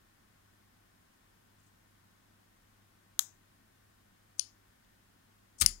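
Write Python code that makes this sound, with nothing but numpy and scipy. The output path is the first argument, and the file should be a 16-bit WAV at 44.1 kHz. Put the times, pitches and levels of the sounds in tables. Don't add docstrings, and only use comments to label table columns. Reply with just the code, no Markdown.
import sys
import numpy as np
from scipy import signal
from scipy.fft import rfft, irfft
from scipy.io import wavfile

SR = 44100
rng = np.random.default_rng(int(sys.argv[2]) if len(sys.argv) > 2 else 0)


def wav_record(signal):
    frames = np.transpose(np.atleast_2d(signal))
    bounded = np.clip(frames, -1, 1)
    quanta = np.round(bounded * 32767).astype(np.int16)
    wavfile.write(sys.argv[1], SR, quanta)


N = 255780
TIME = np.arange(N) / SR
FREQS = np.fft.rfftfreq(N, 1 / SR)
STRIKE_S = 5.6130


def gain_of(db):
    return 10 ** (np.asarray(db) / 20)


def unit_power(x):
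    return x / np.sqrt(np.mean(x ** 2) + 1e-20)


def value_at(table, hz):
    row_hz, values = np.transpose(table)
    return np.interp(np.log(hz + 1), np.log(row_hz + 1), values)


def add(mix, start_s, sound):
    part = mix[round(start_s * SR):][:len(sound)]
    part += sound[:len(part)]


def tone_filter(tone, size=4096):
    log_gain = np.log(gain_of(value_at(tone, abs(np.fft.fftfreq(size, 1 / SR)))))
    return np.fft.ifft(np.exp(np.conj(signal.hilbert(log_gain)))).real[:size // 2]


def colour(x, tone):
    taps = tone_filter(tone)
    return signal.oaconvolve(x, taps / np.linalg.norm(taps))[:N]


def grains(per_s, spread_db):
    size = gain_of(spread_db * np.minimum(rng.exponential(1, N), 3))
    sign = rng.choice([-1, 1], N)
    return unit_power(size * sign * (rng.random(N) < per_s / SR))


def swell(lag_s, rise_db_per_s, hold_s, fall_db_per_s):
    age = TIME - STRIKE_S - lag_s
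    return gain_of(rise_db_per_s * np.minimum(age, 0) - fall_db_per_s * np.maximum(age - hold_s, 0))


# (frequency [Hz], level in a 1 Hz band [dB])
FAN_TONE = [(12, -114), (30, -92), (70, -97.5), (100, -99.5), (135, -99), (220, -96), (330, -100),
            (460, -105), (750, -102), (1100, -102), (1650, -105), (2500, -108), (6000, -113), (15500, -116)]
# (frequency [Hz], width [Hz], boost [dB])
FAN_DUCT = [(1080, 47, 3.5), (1520, 110, 4), (1826, 91.8, 4.9), (2094, 33.5, 1)]
# (frequency [Hz], likeness [0 to 1])
FAN_LIKENESS = [(40, .9), (130, 1), (300, 0.61), (650, 0.4), (1400, 0.25), (3000, 0.18), (7000, .12),
                (15000, .05)]
# (frequency [Hz], left minus right [dB])
FAN_BALANCE = [(60, -1), (200, -1.5), (380, .5), (700, 4.5), (1290, 3.5), (2380, 3), (4400, 3), (8120, 1.5),
               (15000, 1)]
def fan(lag_s=0.00059):
    left, unrelated = rfft(rng.standard_normal((2, N)))
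    likeness = np.clip(value_at(FAN_LIKENESS, FREQS), 0, 1)
    delayed = left * np.exp(-2j * np.pi * FREQS * lag_s)
    right = likeness * delayed + np.sqrt(1 - likeness ** 2) * unrelated
    right /= gain_of(value_at(FAN_BALANCE, FREQS))
    duct_db = sum(db / (1 + (2 * (FREQS - hz) / width) ** 2) for hz, width, db in FAN_DUCT)
    tone = gain_of(value_at(FAN_TONE, FREQS) + duct_db)
    return irfft(np.array([left, right]) * tone, N) * np.sqrt(SR / 2)


# (frequency [Hz], left level [dB], right level [dB], lag on the right [radians])
HUM_NOTES = [(100.2, -73.5, -74, .5), (198, -84.5, -81.5, 0.75)]
def hum(waver=0.2, drift_hz=3):
    drift = unit_power(irfft(rfft(rng.standard_normal(N)) * (FREQS < drift_hz), N))
    notes = np.zeros((2, N))
    for hz, left_db, right_db, lag in HUM_NOTES:
        phase = 2 * np.pi * hz * TIME + 2 * waver * drift
        notes += gain_of([[left_db], [right_db]]) * np.sin([phase, phase - lag])
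    return np.sqrt(2) * notes * (1 + waver * drift)


# (frequency [Hz], time to fade by 60 dB [s])
ROOM_FADE = [(200, 1.6), (1000, 0.3), (3000, 0.18), (7000, .27), (11000, 0.14), (15500, 0.24)]
# (frequency [Hz], relative level [dB])
ROOM_TONE = [(100, 0.5), (700, -1), (1500, -2), (3000, 2), (5000, -1.5), (7000, -2.5), (10000, 1.5),
             (15500, -2.5)]
# (delay [s], level [dB])
ROOM_ECHOES = [(0.0105, -29), (0.0158, -29.5), (.0172, -26.5), (.0255, -35)]
def room(x, tail_db, build_s=0.0099):
    count = SR // 2
    hz, t, bands = signal.stft(rng.standard_normal(count), SR, nperseg=256)
    bands *= gain_of(value_at(ROOM_TONE, hz)[:, None] - 60 * t / value_at(ROOM_FADE, hz)[:, None])
    tail = signal.istft(bands, SR, nperseg=256)[1][:count]
    tail *= 1 - np.exp(-(TIME[:count] / build_s) ** 2)
    tail *= gain_of(tail_db) / np.linalg.norm(tail)
    for delay_s, db in ROOM_ECHOES:
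        add(tail, delay_s, gain_of([db]))
    return signal.oaconvolve(x, tail)[:N]


# (frequency [Hz], level change [dB])
SHADOW_LOSS = [(100, -3), (700, -6.5), (1500, -7), (3000, -11), (5000, -21.5), (7000, -21.5),
               (10000, -25.5), (15000, -29)]
def shadow(x):
    return signal.oaconvolve(x, tone_filter(SHADOW_LOSS))[:N]


def crack(hits, tone, boost_db):
    pushes = np.zeros(N)
    for start_s, db in hits:
        add(pushes, start_s, gain_of([db + boost_db]))
    return colour(pushes, tone)


def ring(hits, notes, low_cut_hz, contact_s):
    t = np.arange(2048) / SR
    ping = sum((-1) ** k * gain_of(db) * width * np.exp(-np.pi * width * t) * np.cos(2 * np.pi * hz * t)
               for k, (hz, width, db) in enumerate(notes))
    ping *= 1 - np.exp(-t / contact_s)
    ping = signal.sosfilt(signal.butter(6, low_cut_hz, "high", fs=SR, output="sos"), ping)
    ping /= np.sqrt(np.mean(ping[:256] ** 2))
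    out = np.zeros(N)
    for start_s, db in hits:
        add(out, start_s, gain_of(db) * ping)
    return out


# (time [s], relative level [dB])
TAP_HITS = [(4.8480, -68)]
# (frequency [Hz], relative level [dB])
TAP_TONE = [(1500, -25), (2800, 0), (3900, -1), (5000, -9), (9000, -14), (15000, -25)]
def finger_tap():
    return crack(TAP_HITS, TAP_TONE, boost_db=22)


# (time [s], half length [s], level [dB])
SLIDE_RUBS = [(1.598, .014, -71), (1.640, .008, -73), (1.674, 0.014, -68.5), (4.388, 0.006, -53),
              (5.589, 0.0044, -47), (5.603, 0.0044, -36)]
# (frequency [Hz], relative level [dB])
SLIDE_TONE = [(1000, -34.5), (4000, -18), (6000, -1.5), (7500, -0.5), (9300, -3.5), (10800, -17),
              (16000, -25)]
def sliding():
    touch = sum(gain_of(db) * np.exp(-((TIME - s) / half_s) ** 2) for s, half_s, db in SLIDE_RUBS)
    return colour(touch * grains(per_s=5000, spread_db=2), SLIDE_TONE)


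# (time [s], relative level [dB])
SHUT_HITS = [(3.1926, -17), (3.1951, -29.5)]
# (frequency [Hz], width [Hz], relative level [dB])
SHUT_NOTES = [(636.5, 140, -17.5), (1230, 240, -9.5), (1711, 333, -10.5), (3203, 280, -6),
              (3900, 360, -0.5), (4620, 360, -5.5), (6280, 600, 1), (7040, 540, 2), (7640, 200, -7.5),
              (8560, 310, -3.5), (9440, 288, -6.5), (10000, 446.4, -3), (12400, 830, -3.5),
              (14800, 900, -9.5)]
# (frequency [Hz], relative level [dB])
SHUT_TONE = [(530, -46.5), (900, -17), (1170, -14.5), (1270, -20.5), (1450, -13.5), (1660, -20.5),
             (1870, -19), (2710, -22), (3320, -11.5), (4310, -15), (6800, 1), (10800, -14), (12700, -9),
             (15700, -18)]
def lid_shut():
    return (ring(SHUT_HITS, SHUT_NOTES, low_cut_hz=503.9, contact_s=0.0001),
            crack(SHUT_HITS, SHUT_TONE, boost_db=25.5))


# (time [s], relative level [dB])
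OPEN_HITS = [(4.3941, -31), (4.3947, -19.5), (4.3970, -31)]
# (frequency [Hz], width [Hz], relative level [dB])
OPEN_NOTES = [(2450, 90, -13), (3080, 280, -15), (3430, 220, -19.5), (4590, 180, 2.5), (5330, 220, -5),
              (5770, 400, -4.5), (6240, 330, 3.5), (7960, 350, -14), (9000, 220, -7), (9550, 87, 1),
              (9940, 400, -6), (11100, 280, -17), (12400, 310, -23)]
# (frequency [Hz], relative level [dB])
OPEN_TONE = [(1290, -54), (2200, -22), (2630, -21.5), (3010, -11), (3680, -16), (4350, -1), (5450, -2),
             (6100, -1), (6720, -7), (8280, -19), (9120, -15.5), (9410, -4), (9960, -10), (11400, -23.5),
             (15000, -33.5)]
def lid_open():
    return (ring(OPEN_HITS, OPEN_NOTES, low_cut_hz=2660, contact_s=0.00023),
            crack(OPEN_HITS, OPEN_TONE, boost_db=24.5))


# (time [s], relative level [dB])
CLACK_HITS = [(5.6617, -10)]
# (frequency [Hz], width [Hz], relative level [dB])
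CLACK_NOTES = [(2010, 190, -16), (2870, 210, -8), (4530, 310, -5), (5226, 290, 6.5), (5835, 450, -0.5),
               (6440, 200, -3), (6960, 400, 0.5), (9676, 150, 7), (9900, 170, -0.5), (10870, 530, -3.5),
               (12000, 180, -9), (13100, 400, -16), (14700, 1000, -15)]
# (frequency [Hz], relative level [dB])
CLACK_TONE = [(790, -40), (1350, -25.5), (1890, -17), (2140, -12), (2350, -18), (3130, -10.5),
              (3890, -20.5), (4870, 2.5), (5450, 1), (5980, -9), (6980, 0), (8480, -17), (9890, 1),
              (10700, -10), (15700, -26)]
def roller_clack():
    return (ring(CLACK_HITS, CLACK_NOTES, low_cut_hz=1150, contact_s=0.00025),
            crack(CLACK_HITS, CLACK_TONE, boost_db=24.5))


# (frequency [Hz], relative level [dB])
PUFF_TONE = [(15, -12.5), (35, -13), (70, -3.5), (130, -14.5), (270, -20.5), (500, -45), (1500, -63)]
# (frequency [Hz], relative level [dB])
SWIRL_TONE = [(40, -16), (90, 7), (150, -2.5), (280, -2), (420, -19), (600, -11), (1100, -16), (2000, -35),
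              (5000, -59)]
def flame(flutter_start_s=5.636, flutter_hz=34, flutter_rise_s=0.0057, flutter_fade_s=0.42):
    shared = colour(rng.standard_normal(N), PUFF_TONE)
    swirls = np.array([colour(noise, SWIRL_TONE) for noise in rng.standard_normal((2, N))])
    swirls *= gain_of([[-9], [-5]])
    push = gain_of(-42) * swell(lag_s=0.002, rise_db_per_s=2600, hold_s=0.04, fall_db_per_s=340)
    puff = push * (shared + swirls * np.sqrt(push / push.max()))
    age = np.maximum(TIME - flutter_start_s, 0)
    flutter = gain_of(-35 - 60 * age / flutter_fade_s) * (1 - np.exp(-age / flutter_rise_s))
    return puff + flutter * np.sin(2 * np.pi * flutter_hz * age)


# (frequency [Hz], relative level [dB])
SCRAPE_TONE = [(500, -67), (2500, -20), (4500, -9), (6500, 2), (8700, 5.5), (10500, -2.5), (12500, -7.5),
               (16000, -14)]
# (frequency [Hz], relative level [dB])
SPARK_TONE = [(200, -13), (700, -21.5), (1300, -2.5), (2800, -4), (4500, 2), (8000, -20), (12000, -10),
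              (16000, -10)]
def flint(bite_db=2):
    force = gain_of(-17.5) * swell(lag_s=0, rise_db_per_s=3000, hold_s=0.007, fall_db_per_s=1250)
    scrape = force * grains(per_s=8800, spread_db=1)
    add(scrape, STRIKE_S, gain_of([bite_db]))
    spark_start = dict(lag_s=0.002, rise_db_per_s=6000, hold_s=0.011)
    shower = gain_of(-22.5) * swell(**spark_start, fall_db_per_s=2600)
    fizzle = gain_of(-34) * swell(**spark_start, fall_db_per_s=420)
    sparks = np.maximum(shower, fizzle) * grains(per_s=2200, spread_db=4)
    return colour(scrape, SCRAPE_TONE) + colour(sparks, SPARK_TONE)


def scene(right_lag_s=0.0003):
    rings, cracks = np.sum([lid_shut(), lid_open(), roller_clack()], axis=0)
    handling = flint() + sliding() + finger_tap()
    near = rings + gain_of(-18.5) * cracks + handling
    scattered = gain_of(-12) * rings + cracks + handling
    far = np.zeros(N)
    add(far, right_lag_s, gain_of(-5) * near)
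    left = near + room(scattered, tail_db=-16)
    right = shadow(far + room(scattered, tail_db=-14))
    return np.array([left, right]) + flame() + fan() + hum()


def record(dry, top_hz=15950):
    clipped = np.clip(dry, -1, 1)
    treble_cut = signal.firwin(255, top_hz, window=("kaiser", 10), fs=SR)
    return signal.oaconvolve(clipped, treble_cut[None], "same")


dry = scene()
out = record(dry)
wav_record(out)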